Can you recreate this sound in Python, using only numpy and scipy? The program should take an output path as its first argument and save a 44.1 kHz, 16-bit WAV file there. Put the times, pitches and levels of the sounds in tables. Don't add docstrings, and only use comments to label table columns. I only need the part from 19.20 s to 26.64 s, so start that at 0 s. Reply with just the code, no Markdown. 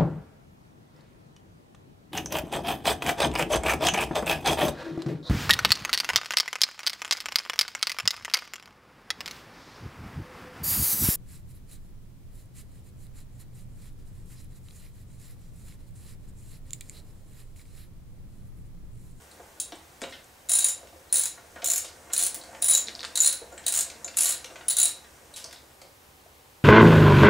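import sys
import numpy as np
from scipy import signal
from scipy.fft import rfft, irfft, next_fast_len
from scipy.io import wavfile

SR = 44100
rng = np.random.default_rng(int(sys.argv[2]) if len(sys.argv) > 2 else 0)


def bounce(signal):
    frames = np.transpose(np.atleast_2d(signal))
    limited = np.clip(frames, -1, 1)
    pcm = np.round(limited * 32767).astype(np.int16)
    wavfile.write(sys.argv[1], SR, pcm)


def gain_from_db(level_db):
    decades = np.asarray(level_db, float) / 20
    return 10 ** decades


N = 328103


def curve(points, hz):
    f, v = np.transpose(points)
    return np.interp(np.log(np.maximum(hz, 1)), np.log(f), v)


def colour(x, points):
    n = next_fast_len(x.shape[-1])
    gain = gain_from_db(curve(points, np.fft.rfftfreq(n, 1 / SR)))
    return irfft(rfft(x, n) * gain, n)[..., :x.shape[-1]]


def unit(x):
    return x / np.sqrt(np.mean(x ** 2))


def band(x, hz, width, order=3):
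    edges = np.clip([hz * 2 ** (-width / 2), hz * 2 ** (width / 2)], 20, .45 * SR)
    return signal.sosfilt(signal.butter(order, edges, "band", fs=SR, output="sos"), x)


def ring(x, hz, t60):
    r, c = np.exp(-np.log(1000) / t60 / SR), np.cos(2 * np.pi * hz / SR)
    return signal.lfilter([1, -r * c], [1, -2 * r * c, r * r], x)


def burst(t60, size):
    return rng.standard_normal(size) * np.exp(-np.log(1000) * np.arange(size) / SR / max(t60, .001))


def add(out, s, x):
    i = int(s * SR)
    out[i:i + len(x)] += x[:len(out) - i]


def air(rumble_db):
    # f/Hz, level/dB per Hz
    hiss_colour = [(82, -13), (140, -6), (167, -10), (619, -8.5), (684, -30), (740, -7), (1100, -13),
                   (1450, -16.5), (16000, -22.5)]
    # f/Hz, side minus mid/dB
    hiss_width = [(60, -26), (110, -16.5), (200, -9), (380, -4), (700, -4.5), (1290, 1), (2380, 0),
                  (4400, -5.5), (8120, -11.5), (15000, -19)]
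    # f/Hz, level/dB per Hz
    rumble_colour = [(12, -51), (20, -10), (27, -11.5), (43, -7), (65, 9.5), (81, 8), (102, -1), (160, -7),
                     (210, -23), (350, -120)]
    mid, side, low, side_low = rng.standard_normal((4, N))
    mid, side = colour(np.array([mid, colour(side, hiss_width)]), hiss_colour)
    hiss = gain_from_db(-56) * np.array([mid + side, mid - side]) / np.std(mid)
    rumble = colour(low + .055 * side_low * np.array([[1], [-1]]), rumble_colour)
    return hiss + gain_from_db(rumble_db) * unit(rumble)


def casing(push):
    # f/Hz, level/dB, t60/s
    cover_modes = [(338, 4, 0.033), (539.6, 7.5, 0.054), (658, 7, 0.04), (901, -36.5, 0.0057),
                   (1445, 2, 0.027), (1730, -8, 0.01)]
    return sum(gain_from_db(db) * ring(push, hz, t60) for hz, db, t60 in cover_modes)


def stir(cover_db, cloth_db):
    strength_db = rng.exponential(size=(2, N // 200 + 1)).repeat(200, axis=1)[:, :N]
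    pushes, rustle = rng.standard_normal((2, N)) * gain_from_db(1.16 * strength_db)
    cover = unit(unit(casing(pushes)) + unit(band(pushes, 604, width=3.7)))
    return gain_from_db(cover_db) * cover + gain_from_db(cloth_db) * unit(band(rustle, 7160, width=0.79))


def knocks():
    # t/s, peak/dB, centre f/Hz
    bumps = [(0.196, -42, 663), (0.521, -36.5, 517), (0.817, -36, 450), (0.839, -42, 443), (1.58, -50, 558),
             (1.63, -46, 715), (1.729, -47.5, 527), (1.925, -47, 650), (2.176, -41, 1100),
             (2.36, -47.5, 620), (2.425, -40, 690), (2.645, -42.5, 650), (2.87, -46, 700),
             (3.165, -45.5, 640), (3.33, -40, 840), (4.216, -42, 620), (4.32, -41, 640),
             (4.845, -42.5, 800), (5.3, -43.5, 700), (6.245, -45.5, 695), (6.617, -46.5, 600),
             (7.06, -54, 630)]
    # t/s, peak/dB, centre f/Hz, t60/s
    clacks = [(0.521, -31.5, 2480, 0.044), (0.808, -43, 5000, .04), (0.817, -24.5, 2450, 0.03),
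              (0.91, -39, 4500, 0.013), (3.689, -35, 2840, 0.095), (3.853, -32.5, 3300, 0.077),
              (6.218, -40, 4500, 0.054), (0.838, -27, 1520, 0.018), (0.924, -34.5, 2400, 0.096),
              (1.672, -40, 4500, 0.015), (2.359, -37.5, 1230, 0.15), (2.42, -29.5, 3020, 0.081),
              (2.645, -31, 4480, 0.12), (2.682, -36, 4000, 0.057), (2.9, -39.5, 1460, 0.077),
              (3.237, -33, 4900, 0.013), (3.27, -52, 2480, 0.052), (3.348, -32, 1470, 0.021),
              (4.378, -32, 2270, 0.021), (4.439, -39, 3500, 0.048), (4.7, -29, 3920, 0.024),
              (4.879, -28.5, 3180, 0.028), (4.944, -31.5, 3500, 0.0077), (5.244, -24.5, 3900, 0.018),
              (5.357, -32.5, 1690, 0.074), (5.41, -35.5, 1690, 0.035), (5.845, -43, 1940, 0.022),
              (6.161, -28, 5260, 0.11), (6.18, -41, 5500, 0.097), (6.199, -37, 5000, 0.087),
              (6.265, -46, 5170, 0.071), (6.241, -37, 4800, 0.053), (6.31, -36, 3500, 0.031),
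              (6.327, -31, 4900, 0.031), (6.345, -47, 3500, .03), (6.362, -49, 3200, .03),
              (6.616, -36, 4270, 0.023), (6.618, -44.5, 1850, 0.034), (7.06, -56, 1510, 0.04),
              (6.17, -42.5, 1400, 0.15), (6.329, -40, 1490, 0.037)]
    # t/s, peak/dB, centre f/Hz, t60/s
    taps = [(0.02, -40, 8000, 0.011), (0.097, -54, 8000, .012), (0.112, -45, 4120, 0.027),
            (0.113, -44, 8500, 0.022), (0.3997, -15, 8080, 0.015), (0.4, -30.5, 3430, 0.017),
            (0.402, -38.5, 3860, 0.072), (0.401, -22.5, 9730, 0.049), (0.555, -39.5, 8300, 0.029),
            (0.834, -38, 7800, 0.027), (0.924, -40, 1930, 0.035), (0.923, -42, 3380, 0.021),
            (0.936, -38, 3120, 0.026), (0.817, -26.5, 7300, 0.015), (0.83, -34, 3780, 0.049),
            (6.242, -25.5, 5330, 0.013), (6.166, -37, 7000, 0.0064), (6.173, -33, 7500, .005),
            (6.244, -38, 8500, .012), (6.33, -51, 8450, .012), (3.345, -52, 1570, 0.052),
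            (0.4, -29, 15600, 0.043), (0.896, -39, 8050, 0.022), (1.042, -42, 7450, 0.016),
            (3.833, -37, 7500, .015), (3.848, -33, 8000, 0.025), (1.893, -48, 4070, 0.066),
            (2.357, -44, 7460, .02), (2.918, -41, 4020, .03), (2.918, -40, 7200, 0.034),
            (3.212, -37.5, 4200, 0.034), (4.377, -34, 7850, 0.036), (5.357, -43, 6540, .04),
            (6.138, -35.5, 4030, 0.035), (6.139, -34, 8550, 0.02), (6.241, -32, 8500, 0.026),
            (6.328, -45, 8560, .035), (6.36, -40, 4000, .015)]
    bump_t60_s, bump_octaves, clack_octaves = 0.075, 1.84, 1.85
    tap_octave_s = 0.0079
    rows = [(*row, bump_t60_s, bump_octaves) for row in bumps]
    rows += [(*row, clack_octaves) for row in clacks]
    rows += [(*row, tap_octave_s / row[3]) for row in taps]
    rise = np.minimum(np.arange(5000) / SR / 0.00045, 1)
    out = np.zeros(N)
    for s, db, hz, t60, width in rows:
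        knock = band(rise * burst(t60, size=5000), hz, np.clip(width, .03, 3.5), order=2)
        add(out, s, gain_from_db(db) * knock / np.abs(knock).max())
    return out + gain_from_db(-40.5) * casing(out)


def soft_tones(table, rise_s):
    out, t = np.zeros(N), np.arange(6000) / SR
    for s, db, hz, t60 in table:
        fade = gain_from_db(db - 60 * t / t60) * (1 - np.exp(-t / rise_s))
        add(out, s, fade * np.sin(2 * np.pi * hz * t))
    return out


def cover_rings():
    # t/s, level/dB, f/Hz, t60/s
    notes_of_cover = [(.524, -47, 694, 0.057), (1.3, -40.5, 673, 0.1), (1.562, -46, 550, 0.093),
                      (1.61, -49, 694, .07), (1.756, -49, 519, 0.17), (2.177, -45, 675, 0.052),
                      (2.426, -42.5, 702, 0.15), (2.481, -38, 667, 0.054), (2.646, -37, 530, 0.039),
                      (2.933, -43, 700, 0.054), (3.005, -47, 706, 0.074), (3.164, -47, 514, .06),
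                      (3.29, -37.5, 670, 0.036), (3.33, -47, 530, 0.055), (3.423, -40, 673, 0.096),
                      (3.832, -44.5, 509, 0.067), (4.084, -42, 560, .05), (4.217, -41, 501, 0.12),
                      (4.464, -38, 651, .06), (4.586, -38, 665, 0.076), (4.849, -40.5, 705, 0.057),
                      (4.885, -43, 520, 0.057), (5.051, -51, 690, 0.052), (5.092, -41, 658, 0.076),
                      (5.248, -45, 506, 0.077), (5.362, -41, 630, 0.053), (5.51, -52, 682, 0.092),
                      (5.595, -45, 684, 0.063), (5.644, -43.5, 686, .08), (4.02, -43, 1480, .1),
                      (4.128, -42, 1460, .05), (4.545, -41, 1490, .05), (4.595, -43, 1400, .06),
                      (5.36, -40, 1515, .06), (7.058, -51, 640, .06), (6.163, -44, 10910, .18)]
    return soft_tones(notes_of_cover, rise_s=.003)


def frame_thumps():
    # t/s, level/dB, f/Hz, t60/s
    thuds = [(0.8181, -38.5, 256, 0.09), (0.8381, -43, 300, .05), (0.857, -46, 268, 0.044),
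             (0.883, -52, 260, .05), (0.5271, -45, 297, 0.043), (.548, -51, 280, .04),
             (3.6841, -44, 333, 0.055)]
    return soft_tones(thuds, rise_s=0.00034)


def drops():
    # t/s, head level/dB, handle level/dB, socket level/dB
    swing_1 = [(1.2872, -39, -29, -29), (1.2939, -9, -21, -21), (1.3159, -7, -14, -20),
               (1.3333, -6, -14.5, -18), (1.3523, -4.5, -19, -19), (1.3687, -14, -24, -30),
               (1.3864, -7, -16.5, -18), (1.4045, -21, -18, -16), (1.4227, -22, -19, -18),
               (1.4432, -1.5, -18, -18), (1.4626, -13, -24, -31), (1.4851, -12.5, -16.5, -25),
               (1.5008, -33, -31, -33.5)]
    swing_2 = [(1.9257, 3, -24.5, -26), (1.942, -3, -21, -35), (1.957, -9, -25, -15),
               (1.9692, -9.5, -19, -24), (1.9825, -9, -23, -27.5), (1.9948, 0, -27, -42),
               (2.013, -17, -24, -25), (2.0356, -16, -22, -21), (2.0558, -13, -17, -29)]
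    swing_3 = [(2.4428, -25, -16, -26), (2.4576, -21, -16, -27), (2.473, -24, -16, -22.5),
               (2.484, -19, -18, -30), (2.5003, -23, -12, -23), (2.5134, -15, -9, -36),
               (2.5343, -15, -12.5, -31), (2.5592, -20, -11.5, -35), (2.579, -20, -10, -30)]
    swing_4 = [(2.927, -36, -36, -42), (2.9335, -10.5, -17, -31.5), (2.9638, -12, -29, -29),
               (2.9784, 1, -35, -50), (2.9907, -19, -20, -31.5), (3.0008, -20, -22, -35),
               (3.0128, -14, -30, -34), (3.025, -9, -32, -27), (3.0353, -3.5, -37, -39),
               (3.0496, -13, -35, -39), (3.0652, -8.5, -28, -38.5), (3.1446, -16.5, -38, -48.5)]
    swing_5 = [(3.418, -28.5, -32, -44), (3.423, -1, -25, -20.5), (3.4427, -4, -19.5, -38),
               (3.4596, -8, -41, -31), (3.4835, -3, -13.5, -17.5), (3.4971, -0.5, -31, -19),
               (3.5093, -4, -11, -22), (3.5219, -22, -19, -14), (3.5349, -15.5, -10, -16),
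               (3.5491, -14, -7, -13), (3.5735, -19, -9, -20.5)]
    swing_6 = [(3.9553, -9.5, -23.5, -19.5), (3.9736, -17, -13, -17.5), (4.003, -23, -6, -32),
               (4.02, -17, -11, -27), (4.0326, -12.5, -18.5, -18), (4.0454, -10, -18, -20),
               (4.0598, -1, -31.5, -13.5), (4.0734, -7, -12, -34), (4.093, -26, -27, -20),
               (4.1257, -13, -26, -23)]
    swing_7 = [(4.462, -38, -49, -38), (4.4645, -10.5, -29, -19.5), (4.4808, -12, -23, -28),
               (4.5226, -13, -25, -33), (4.5387, -21, -24, -24), (4.5488, -25, -14, -39),
               (4.561, -19, -19, -34), (4.5739, -12.5, -18, -29), (4.589, -32, -12, -29),
               (4.6074, -24, -18, -27)]
    swing_8 = [(4.966, -32, -44, -46), (4.9699, -11, -26.5, -25), (4.9855, -12.5, -16, -26),
               (5.0067, -4, -17, -39), (5.0208, -11, -22, -37), (5.032, -13, -21, -32),
               (5.0437, -14, -21, -32), (5.0566, -16, -21.5, -21.5), (5.0684, -20, -27, -26),
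               (5.0798, -25, -29, -32), (5.091, -14, -24, -26), (5.1058, -22, -31, -24),
               (5.1218, -21, -26.5, -25)]
    swing_9 = [(5.4823, -2.5, -22.5, -27), (5.5005, -19, -20, -24), (5.5065, -7.5, -21, -22),
               (5.5236, -25, -35, -26), (5.567, -10, -14.5, -19), (5.585, -2.5, -14.5, -18),
               (5.5998, -3, -13, -18), (5.6147, -18, -16, -18.5), (5.6293, -2.5, -17.5, -17),
               (5.6552, -12, -15.5, -17.5), (5.6828, -34, -23, -30)]
    grips = [-19.5, -16, -12.5, -13.5, -18, -17.5, -11.5, -14, -15.5]
    # collar/dB, gear/dB, snap/dB, rattle/dB
    shaken_by_swing = [(-0.5, -9.5, -1, 2.5), (-3, 1, -0.5, 1.5), (4, -3, 0, 1.5), (4.5, 2.5, 4, 3),
                       (-3, -5.5, -1.5, 2.5), (0, -4, 0.5, 2.5), (5.5, 4.5, 2, 5.5), (7.5, -2.5, 4.5, 6),
                       (-1, -4.5, -3, 2.5)]
    # ring time/share of the free one, the same for the socket,
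    # extension bar level/dB, head pitch shift at first drop/%, at last drop/%
    holds = [(1.8, 0.74, -8, -1.3, -0.3), (0.5, .7, -1, -0.56, 7), (0.7, 0.28, 1, 0.52, 3),
             (0.45, 0.21, 10, -0.31, 0.2), (0.68, 1, -8, -0.56, -0.5), (0.78, 0.39, 0.5, -0.084, 1.6),
             (0.64, 0.31, 4, 0.03, 2), (0.93, 0.51, -0.5, 0.66, 4.5), (0.8, 0.67, 1.5, -0.35, .6)]
    # t/s, level/dB
    nudges = [
        (4.324, -38.5),
        (4.845, -15.5),
    ]
    follow = 0.74
    scatter_db = 1.2
    swings = (swing_1, swing_2, swing_3, swing_4, swing_5, swing_6, swing_7, swing_8, swing_9)
    rows = []
    for swing, pawl_db, shaken, (*hold, first, last) in zip(swings, grips, shaken_by_swing, holds):
        s, head, handle, socket = np.transpose(swing)
        blow = np.maximum(head, handle)
        usual = np.median(blow)
        pawl = usual + follow * np.minimum(blow - usual, 0) + scatter_db * rng.standard_normal(len(s)) + pawl_db
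        shift = first + (last - first) * (s - s[0]) / (s[-1] - s[0])
        for *parts, bend in zip(s, head, handle, socket, pawl, shift):
            rows.append((*parts, *shaken, *hold, bend))
    for s, db in nudges:
        rows.append((s, db - 40, db, db - 21, db - 36, 0, 0, 0, 0, .7, .7, 0, 0))
    return rows


def ratchet():
    # part (0 head, 1 handle, 2 socket, 3 pawl, 4 gear, 5 collar, 6 extension bar),
    # f/Hz, level/dB, t60/s
    steel = [(0, 9450, -1.5, 0.015), (0, 9720, -4.5, 0.018), (0, 9890, -3.5, 0.03),
             (0, 10260, -13.5, 0.025), (5, 11280, -1, 0.029), (1, 6993, -1.5, 0.041), (1, 7024, -3, 0.061),
             (1, 6460, -3.5, 0.015), (1, 7325, 7.5, 0.01), (1, 5500, -14, 0.017), (2, 3873, -3.5, 0.045),
             (6, 4020, -4, 0.034), (6, 4276, -6, 0.026), (6, 3645, -10.5, 0.025), (6, 4540, -11, 0.021),
             (3, 14860, 1, 0.025), (3, 15200, -8, 0.012), (3, 15420, 11, 0.015), (4, 8320, 11.5, 0.01),
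             (4, 8524, 14.5, 0.01), (4, 9510, 7.5, 0.011)]
    wander = [
        0.0052,
        0.0046,
        0.0055,
        0.014,
        0.029,
        0.0051,
        0.023,
    ]
    # f/Hz, level/dB
    snap_colour = [(300, -61), (1000, -31.5), (2500, -30), (5300, -22.5), (7000, -9), (10500, -15),
                   (11800, -21.5), (12500, -37), (14500, -24.5)]
    # f/Hz, level/dB
    rattle_colour = [(300, -24), (900, -7), (3000, -0.5), (5500, -1), (11000, -21), (12500, -22),
                     (13700, -8), (15500, -19)]
    lead_s = .0004
    stagger_s = .0006
    rebound_s, rebound_db = .0035, -4.5
    out, snaps, shake, t = np.zeros(N), np.zeros(N), np.zeros(N), np.arange(2000) / SR
    part, hz, mode_db, t60 = np.transpose(steel)[:, :, None]
    part = np.rint(part).astype(int)
    contact = 1 - np.exp(-(t[:900] / 0.00077) ** 2)
    shake_rise = np.minimum(t / 0.003, 1)
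    for s, *part_db, collar_db, gear_db, snap_db, rattle_db, hold, socket_hold, bar_db, shift in drops():
        hold = np.clip(np.where(part == 2, socket_hold, hold), .2, 2)
        blow_db = np.mean(part_db)
        part_db = np.append(part_db, [blow_db + gear_db, blow_db + collar_db, part_db[2] + bar_db])
        phase, size, grip, lag = rng.standard_normal((4, len(steel), 1))
        late = np.maximum(t - stagger_s * np.abs(lag), 0)
        strike_db = part_db[part] + mode_db - 4.0 + 1.4 * size
        fade = gain_from_db(strike_db - 60 * late / (t60 * hold)) / np.sqrt(hold)
        rise = 1 - np.exp(-(late / 0.00091) ** 2)
        pitch = hz * (1 + np.array(wander)[part] * grip + (part == 0) * shift / 100)
        modes = rise * fade * np.sin(2 * np.pi * (pitch * t + phase))
        add(out, s - lead_s, np.sum(modes, axis=0))
        snap_gain = gain_from_db(blow_db + snap_db + 22.5)
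        add(snaps, s - lead_s, snap_gain * contact * burst(0.013, size=900))
        second = s + rebound_s * rng.uniform(.5, 1.5)
        add(snaps, second, snap_gain * gain_from_db(rebound_db) * contact * burst(0.017, size=900))
        add(shake, s, gain_from_db(.5 * blow_db + rattle_db - 19) * shake_rise * burst(0.059, size=2000))
    hum = gain_from_db(-73) * casing(snaps)
    return out + colour(snaps, snap_colour) + colour(shake, rattle_colour) + hum


def slips():
    # t/s, level/dB, f/Hz, t60/s, low body level/dB
    thread = [(3.667, -35, 4600, .008, -16), (3.672, -24, 3980, .008, -20), (3.678, -31, 4600, .008, -10),
              (3.684, -16.5, 4020, 0.0047, -3.5), (3.692, -28, 4800, 0.0056, -1),
              (3.7515, -21, 4400, 0.0073, -28), (3.759, -28, 4600, .008, -14),
              (3.793, -22.5, 3780, 0.0053, -22), (3.7988, -31, 4300, .012, -24),
              (3.8062, -23, 4300, 0.0086, -3), (3.815, -24, 3880, .011, -9),
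              (3.8302, -23, 3850, 0.0082, -2), (3.8358, -28, 4160, 0.0049, 5),
              (3.8433, -28, 4500, 0.0047, 9.5), (3.849, -20.5, 3750, 0.018, 2.5),
              (3.8505, -35, 4330, 0.0076, 5.5)]
    out = np.zeros(N)
    for s, db, hz, t60, body_db in thread:
        grit = burst(t60, size=900)
        tick = band(grit, hz, 0.42, order=2)
        body = band(grit, 1900, 1.85, order=2)
        add(out, s, gain_from_db(db + 1) * (tick / np.abs(tick).max() + gain_from_db(body_db) * body / np.abs(body).max()))
    return out


def reply():
    # t/s, level/dB, left minus right/dB
    planks = [
        (.0043, -6.5, 3),
        (.0068, -14.5, -4.5),
        (.0098, -16.5, -5.5),
        (0.013, -12.5, 3),
    ]
    # f/Hz, t60/s
    decay = [(250, 0.41), (1000, 0.38), (4000, 0.36), (8000, 0.24), (14000, 0.18)]
    # f/Hz, side minus mid/dB
    wash_width = [(250, -22.5), (1000, -12), (2000, -26), (4000, -12), (8000, -15.5), (14000, -1.5)]
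    t, wash = np.arange(int(.45 * SR)) / SR, 0
    for hz in 125 * 2 ** np.arange(0, 7.1):
        fade = np.exp(-np.log(1000) * t / curve(decay, hz)) * np.minimum(t / 0.016, 1)
        mid_side = np.array([[1], [gain_from_db(curve(wash_width, hz))]])
        wash = wash + fade * band(rng.standard_normal((2, len(t))), hz, 1) * mid_side
    mid, side = gain_from_db(-3) * wash / np.sqrt(np.sum(wash[0] ** 2))
    out = np.array([mid + side, mid - side])
    for s, db, pan_db in planks:
        out[:, int(s * SR * rng.uniform(.96, 1.04))] += gain_from_db(db + np.array([pan_db, -pan_db]) / 2)
    return out


def shed(x, count):
    place = np.arange(N) / SR / .045 % count
    n, echo = next_fast_len(N + SR), 0
    for k in range(count):
        away = np.abs((place - k + count / 2) % count - count / 2)
        heard = x * np.cos(np.pi / 2 * np.minimum(away, 1))
        echo = echo + rfft(heard, n) * rfft(reply(), n)
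    return x + irfft(echo, n)[:, :N]


def scene():
    # t/s, level/dB
    effort_points = [(0.0, 0), (1.3, -5.5), (1.64, -3.5), (2.2, -1.5), (3.2, 5.5), (3.9, 6), (4.2, 1),
                     (4.55, 5), (5.3, 4), (6.3, -2), (6.8, -12), (7.44, -31)]
    effort = np.interp(np.arange(N) / SR, *np.transpose(effort_points))
    ticks, hollow = slips(), cover_rings()
    hands = stir(cover_db=-61.5 + effort, cloth_db=-65 + effort)
    tool = gain_from_db(-2.0) * (ratchet() + knocks())
    echoed = tool + gain_from_db(-13) * ticks + gain_from_db(-2) * hollow + frame_thumps() + hands
    direct = gain_from_db(-8.5) * ticks + gain_from_db(-2.5) * hollow
    return shed(echoed, count=4) + direct + air(rumble_db=-62.5 + 0.17 * effort)


def band_limit(x):
    return signal.sosfilt(signal.butter(12, 16980, fs=SR, output="sos"), x)


def record(dry):
    cut = signal.sosfilt(signal.ellip(8, .2, 30, 15720, fs=SR, output="sos"), dry)
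    return band_limit(cut)


dry = scene()
out = record(dry)
bounce(out)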